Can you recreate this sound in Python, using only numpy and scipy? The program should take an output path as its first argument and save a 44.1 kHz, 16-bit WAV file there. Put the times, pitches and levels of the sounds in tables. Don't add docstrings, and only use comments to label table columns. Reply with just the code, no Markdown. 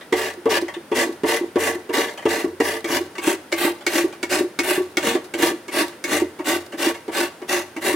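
import sys
import numpy as np
from scipy import signal
from scipy.fft import rfft, irfft
from scipy.io import wavfile

SR = 44100
rng = np.random.default_rng(int(sys.argv[2]) if len(sys.argv) > 2 else 0)


def dump(signal):
    limited = np.clip(np.atleast_2d(signal).T, -1, 1)
    pcm = np.round(limited * 32767).astype(np.int16)
    wavfile.write(sys.argv[1], SR, pcm)


N = 350595

# touchdown_s, thud_db, slap_db, reach_blades_s, end_s, effort_db
STROKES = [(0.124, -16, -37.5, 0.023, 0.22, -29), (0.457, -16, -62, 0.032, 0.14, -24),
           (0.916, -19, -53, 0.024, 0.15, -24), (1.235, -17.5, -55, 0.014, 0.17, -25),
           (1.558, -15.5, -56, 0.021, 0.21, -26), (1.892, -24.5, -59, 0.033, 0.21, -25),
           (2.255, -15, -49.5, 0.018, 0.21, -27.7), (2.601, -16, -37.5, .008, 0.21, -28.5),
           (2.843, -25, -39, 0.021, 0.16, -24.5), (3.181, -30, -41.5, 0.028, 0.18, -25),
           (3.524, -22.5, -32, 0.028, 0.21, -24.5), (3.865, -23, -28, 0.016, 0.19, -24),
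           (4.229, -26, -34.5, 0.06, 0.21, -23.5), (4.589, -22.5, -29, .026, 0.23, -24.5),
           (4.97, -21.5, -29, .022, 0.21, -25), (5.338, -25, -39.5, .028, .2, -23),
           (5.681, -34, -47, 0.027, 0.19, -23.5), (6.04, -29.5, -34, .014, 0.2, -24.5),
           (6.391, -26.5, -56, 0.049, 0.21, -24), (6.735, -30.5, -61, .036, 0.2, -24.5),
           (7.08, -26, -61, .032, 0.22, -25), (7.418, -31.5, -63, 0.057, 0.23, -24.5),
           (7.764, -28.5, -47.5, 0.039, 0.25, -25)]
# start_s, relative_level_db
BUMPS = [(0.372, -30), (0.623, -14.5), (0.765, -20.5), (1.067, -18), (1.091, -16.5), (1.41, -14.5),
         (1.433, -18), (1.754, -17.5), (1.977, -15), (2.442, -10.5), (2.525, -29), (3.008, -17),
         (3.273, -9.5), (3.647, -8.5), (3.953, -13), (4.042, -11.5), (4.061, -16), (4.407, -9),
         (4.44, -20.5), (4.777, -11.5), (4.799, -14.5), (5.15, -9.5), (5.43, -14.5), (5.514, -14.5),
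         (5.789, -19), (6.218, -8.5), (6.476, -12), (6.557, -15.5), (6.867, -10.5), (7.938, -14)]
# start_s, relative_peak_db
TAPS = [(0.0094, -33), (0.682, -22), (0.7387, -26), (1.9404, -20), (2.0824, -23.5), (2.1755, -27),
        (2.2223, -27.5), (3.153, -29.5), (3.518, -19.5), (3.809, -34), (4.125, -30), (5.1487, -18.5),
        (5.9244, -36.5), (6.7221, -27), (6.9444, -27.5)]
# centre_hz, width_hz, stub_db, big_piece_db
TUB_MODES = [(282.5, 51, -6, -10), (320, 20.2, -2.5, -1.5), (355.6, 15, 2, 1.5), (448.5, 14, 1.5, -10)]
LID_MODES = [(569, 66.5, -9, -9), (615.6, 46.3, -7, -6.5), (698.7, 25, -7.5, -11), (790, 74, -13, -14),
             (939, 29.6, -10, -12), (1135, 52, -14, -15), (1348, 54, -24, -22.5)]
PLATE_MODES = [(1568, 93, -15, -14.5), (1776, 79, -10.5, -14), (1958, 135, -11.5, -14.5),
               (2017, 53, -7, -11.5), (2200, 194, -19, -19), (2439, 69, -16.5, -17),
               (2752, 200, -18.5, -18), (3100, 233, -19, -23), (3240, 280, -18.5, -21)]
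BLADE_MODES = [(2192, 19, -12, 0), (2287, 32, 1, -4.5)]
# frequency_hz, relative_db
HISS_COLOUR = [(2200, -21.5), (3200, -10), (3900, 6.5), (5000, 1), (6200, -0.5), (7800, -2.5), (10000, -4),
               (13000, -9.5), (16000, -13.5)]
# frequency_hz, relative_db
SLAP_COLOUR = [(2000, -29.5), (3200, -4), (5000, -11), (6500, -11.5), (9000, -18.5), (11500, -26.5),
               (16000, -26)]
# frequency_hz, relative_db
QUIET_COLOUR = [(18, -26), (30, -30), (145, -3.5), (355, 3.5), (1220, -9.5), (1390, -5.5), (2750, -15),
                (3580, -16.5), (3980, -20), (5040, -19), (5450, -21.5), (7870, -25), (9460, -17.5),
                (10200, -24.5), (16000, -28.5)]
# frequency_hz, relative_db
SIDEWAYS_COLOUR = [(100, -23), (350, -22), (600, -11.5), (850, -1), (1200, -7), (2000, -5.5), (4000, -1.5),
                   (9000, -1), (16000, 0)]
# frequency_hz, relative_db
ROOM_COLOUR = [(100, -4), (350, 1.5), (800, 3), (2500, 2.5), (6000, 0.5), (16000, -5)]

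BIG_PIECE_S = 2.82
TOP_HZ, TABLE_HZ = 16000, 90.1

FULL_CUT_S = (0.051, 0.1)
EASE_S = (0.116, 0.12)
CUT_TUB_DB, CUT_LID_DB, CUT_HISS_DB = (-1.2, 0.5), (-1.3, -1.46), (-5, -3.5)
LAND_LID_DB, LAND_PLATE_DB, LAND_BLADE_DB = (-9, -8.5), (2.2, 0.3), (-9, -1.3)
PLATE_SLAP_SHARE, BLADE_SLAP_SHARE = 0.51, 0.79

LOADED_HZ, FREE_HZ = 324, 352
LET_UP_S = (0.072, 0.2)
GRIP_SCATTER = 0.015


def undb(db):
    return 10 ** (np.asarray(db) / 20)


def seconds(length_s):
    return np.arange(int(length_s * SR)) / SR


def rms(x):
    return np.sqrt(np.mean(x ** 2)) + 1e-12


def add(track, start_s, x):
    i = max(int(start_s * SR), 0)
    track[i:i + len(x)] += x[:max(N - i, 0)]


def colour(x, points, size=2048):
    hz, db = np.transpose(points)
    f = np.maximum(np.arange(size // 2 + 1) * SR / size, 1)
    below_db = 40 * np.log10(np.clip(f / hz[0], 0.03, 1))
    response_db = np.interp(np.log(f), np.log(hz), db) + below_db
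    cepstrum = irfft(np.log(undb(response_db)))
    cepstrum[1:size // 2] *= 2
    cepstrum[size // 2 + 1:] = 0
    impulse = irfft(np.exp(rfft(cepstrum)))
    return signal.fftconvolve(x, impulse)[:len(x)]


def ring(force, modes, start_s, detune=0.015):
    out = 0
    for k, (hz, width_hz, stub_db, big_db) in enumerate(modes):
        hz = hz * (1 + detune * rng.standard_normal())
        band = signal.lfilter(*signal.iirpeak(hz, hz / width_hz, fs=SR), force)
        level_db = stub_db if start_s < BIG_PIECE_S else big_db
        out = out + (-1) ** k * undb(level_db) * band
    return out


def snaps(t, rate_hz, spread_db):
    size = undb(spread_db * rng.standard_normal(len(t)))
    sign = rng.choice([-1, 1], len(t))
    return size * sign * (rng.random(len(t)) < rate_hz / SR)


def judder(t, rate_hz, depth_db):
    knots = np.arange(int(t[-1] * rate_hz) + 2)
    return undb(depth_db * np.interp(t * rate_hz, knots, rng.standard_normal(len(knots))))


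def blow(t, settle_s, chatter):
    force = rng.standard_normal(len(t)) * np.exp(-t / settle_s)
    force *= chatter / np.linalg.norm(force)
    force[0] += 1
    return force


def background(floor_db=-44.5):
    mid, side = (colour(rng.standard_normal(N), QUIET_COLOUR) for _ in range(2))
    wide = np.array([[1], [-1]]) * colour(side, SIDEWAYS_COLOUR)
    return undb(floor_db) * (mid + wide) / rms(mid)


def tap(start_s, level_db, lid_db=-0.5, tick_db=-25):
    force = blow(seconds(0.2), settle_s=0.02, chatter=5.5)
    x = ring(force, PLATE_MODES, start_s, detune=0.064)
    x = x + undb(lid_db) * ring(force, LID_MODES, start_s)
    x = x + undb(tick_db) * colour(force, SLAP_COLOUR)
    return undb(level_db + 1.5) * x / np.abs(x).max()


def landing(start_s, tub_db, lid_db, plate_db, slap_db, blade_db,
            damp_s=0.076, squash_s=0.0025, lowest_hz=150, second_s=0.011, second_db=-7):
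    t = seconds(0.3)
    attack = t < 0.03
    softness = np.clip((tub_db - slap_db - 8.5) / 20, 0.02, 1)
    force = blow(t, settle_s=0.0074 + 0.0039 * softness, chatter=5.8)
    force = force * np.minimum(t / (squash_s * softness), 1)
    second = blow(seconds(0.2), settle_s=0.015, chatter=7.2)
    add(force, second_s * rng.uniform(0.7, 1.3), undb(second_db) * second)
    thud = ring(blow(t, settle_s=0.015, chatter=0.74), TUB_MODES, start_s, detune=0.02)
    thud = thud * np.exp(-(t / damp_s) ** 2)
    thud = signal.sosfilt(signal.butter(2, lowest_hz, "highpass", fs=SR, output="sos"), thud)
    ping = ring(blow(t, settle_s=0.0084, chatter=0.72), BLADE_MODES, start_s, detune=0.0021)
    parts = [(thud, tub_db - 0.3),
             (ring(force, LID_MODES, start_s), lid_db + 0.1),
             (ring(force, PLATE_MODES, start_s, detune=0.037), plate_db + 0.1),
             (colour(force, SLAP_COLOUR), slap_db + 1.5),
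             (ping, blade_db + 0.5)]
    return sum(x * undb(db) / rms(x[attack]) for x, db in parts)


def set_down(start_s, thud_db, slap_db, piece):
    lid_db = thud_db + LAND_LID_DB[piece]
    plate_db = thud_db + PLATE_SLAP_SHARE * (slap_db - thud_db) + LAND_PLATE_DB[piece]
    blade_db = BLADE_SLAP_SHARE * slap_db + LAND_BLADE_DB[piece]
    return landing(start_s, thud_db, lid_db, plate_db, slap_db, blade_db)


def table_boom(x, width_hz=7, boom_db=11, kick_db=-27, t60_s=0.78, swell_s=0.011):
    edges_hz = [TABLE_HZ - width_hz / 2, TABLE_HZ + width_hz / 2]
    band = signal.butter(2, edges_hz, "bandpass", fs=SR, output="sos")
    out = undb(boom_db) * signal.sosfilt(band, x)
    t = seconds(0.8)
    envelope = (1 - np.exp(-t / swell_s)) * np.exp(-np.log(1000) * t / t60_s)
    boom = np.sin(2 * np.pi * TABLE_HZ * t) * envelope
    for start_s, thud_db, *_ in STROKES:
        add(out, start_s, undb(thud_db + kick_db) * boom)
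    return out


def stroke(start_s, bite_s, end_s, run_out_s, tub_db, lid_db, plate_db, hiss_db,
           onset=0.89, taper=1.125, tint_db=1.67, brighten=0.18):
    t = seconds(0.4)
    bite = np.clip(t / max(bite_s, 0.004), 0, 1) ** onset
    run_out = np.clip((end_s - start_s - t) / max(run_out_s, 0.004), 0, 1) ** taper
    contact = bite * run_out
    drag = contact * judder(t, rate_hz=151, depth_db=2.0)
    cells = snaps(t, rate_hz=12000, spread_db=3.5)
    skin = undb(7.5) * snaps(t, rate_hz=220, spread_db=1.5)
    tearing = drag * (cells + skin)
    fibres = drag * snaps(t, rate_hz=2500, spread_db=1.5)
    slips = drag * snaps(t, rate_hz=500, spread_db=0.0)
    tint = [(hz, db + tint_db * rng.standard_normal()) for hz, db in HISS_COLOUR]
    hiss = colour(tearing * contact ** brighten, tint)
    parts = [(ring(slips, TUB_MODES, start_s, detune=0.031), tub_db + 1.16),
             (ring(fibres, LID_MODES, start_s), lid_db + 0.1),
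             (ring(tearing, PLATE_MODES, start_s), plate_db + 0.39),
             (hiss, hiss_db + 0.82)]
    return sum(x * undb(db) * rms(contact) / rms(x) for x, db in parts)


def slide(start_s, lid_db, rub_db=-13, fade_s=0.05):
    t = seconds(0.3)
    fade = np.exp(-t / fade_s)
    rub = fade * snaps(t, rate_hz=1500, spread_db=5) * judder(t, rate_hz=63, depth_db=6.5)
    parts = [(ring(rub, TUB_MODES, start_s), 0),
             (ring(rub, LID_MODES, start_s), -1.5),
             (ring(rub, PLATE_MODES, start_s), -5),
             (colour(rub, HISS_COLOUR), -3)]
    mix = sum(x * undb(db) / rms(x) for x, db in parts)
    return undb(lid_db + rub_db) * rms(fade) * mix


def push(touchdown_s, thud_db, slap_db, reach_s, length_s, effort_db):
    piece = int(touchdown_s > BIG_PIECE_S)
    start_s, end_s = touchdown_s + reach_s, touchdown_s + length_s
    bite_s, run_out_s = FULL_CUT_S[piece] - reach_s, length_s - EASE_S[piece]
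    tub_db = effort_db + CUT_TUB_DB[piece]
    lid_db = effort_db + CUT_LID_DB[piece]
    hiss_db = effort_db + CUT_HISS_DB[piece]
    leaves_s = end_s - run_out_s / 2
    cut = stroke(start_s, bite_s, end_s, run_out_s, tub_db, lid_db, effort_db, hiss_db)
    return [(touchdown_s, set_down(touchdown_s, thud_db, slap_db, piece)),
            (start_s, cut),
            (leaves_s, slide(leaves_s, lid_db))]


def rocking_hz(time_s):
    since_s = min(time_s - row[0] for row in STROKES if row[0] <= time_s)
    hz = np.interp(since_s, LET_UP_S, (LOADED_HZ, FREE_HZ))
    return hz * (1 + GRIP_SCATTER * rng.standard_normal())


def bump(start_s, level_db, hz, push_s=0.0063, wall_db=-9, lid_db=-15):
    t = seconds(0.25)
    swell = t / (push_s * undb(-0.3 * (level_db + 13.5)))
    rock = (swell * np.exp(1 - swell)) ** 1.3 * np.sin(2 * np.pi * hz * t)
    force = blow(t, settle_s=0.018, chatter=5)
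    rings = [(ring(force, TUB_MODES, start_s), wall_db), (ring(force, LID_MODES, start_s), lid_db)]
    ringing = sum(x * undb(db) / np.abs(x).max() for x, db in rings)
    return undb(level_db - 1.0) * (rock + ringing)


def reflections(x, t60_s, first_s, points):
    t = seconds(0.7)
    echoes = rng.standard_normal(len(t)) * np.exp(-np.log(1000) * t / t60_s) * (t > first_s)
    return colour(signal.fftconvolve(x, echoes / np.linalg.norm(echoes))[:N], points)


def near_echoes(x, turn_hz=4.6):
    turn = 2 * np.pi * turn_hz * np.arange(N) / SR
    here, there = (reflections(x, 0.018, 0.00044, SIDEWAYS_COLOUR) for _ in range(2))
    return here * np.cos(turn) + there * np.sin(turn)


def kitchen(x, room_db=-16, t60_s=0.42, wide_db=-1.5, box_db=-6.0, late_side_db=-1.0):
    x = x + undb(box_db) * reflections(x, t60_s=0.04, first_s=0.001, points=SIDEWAYS_COLOUR)
    late_mid, late_side = (undb(room_db) * reflections(x, t60_s, 0.009, ROOM_COLOUR) for _ in range(2))
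    side = undb(wide_db) * near_echoes(x)
    side = side + undb(late_side_db) * colour(late_side, SIDEWAYS_COLOUR)
    return x + late_mid + np.array([[1], [-1]]) * side


def scene():
    slicer = np.zeros(N)
    for row in STROKES:
        for start_s, sound in push(*row):
            add(slicer, start_s, sound)
    for start_s, level_db in BUMPS:
        add(slicer, start_s, bump(start_s, level_db, rocking_hz(start_s)))
    for start_s, level_db in TAPS:
        add(slicer, start_s, tap(start_s, level_db))
    return kitchen(slicer + table_boom(slicer)) + background()


def record(dry):
    return signal.sosfilt(signal.ellip(10, 0.1, 80, TOP_HZ, fs=SR, output="sos"), dry)


dry = scene()
out = record(dry)
dump(out)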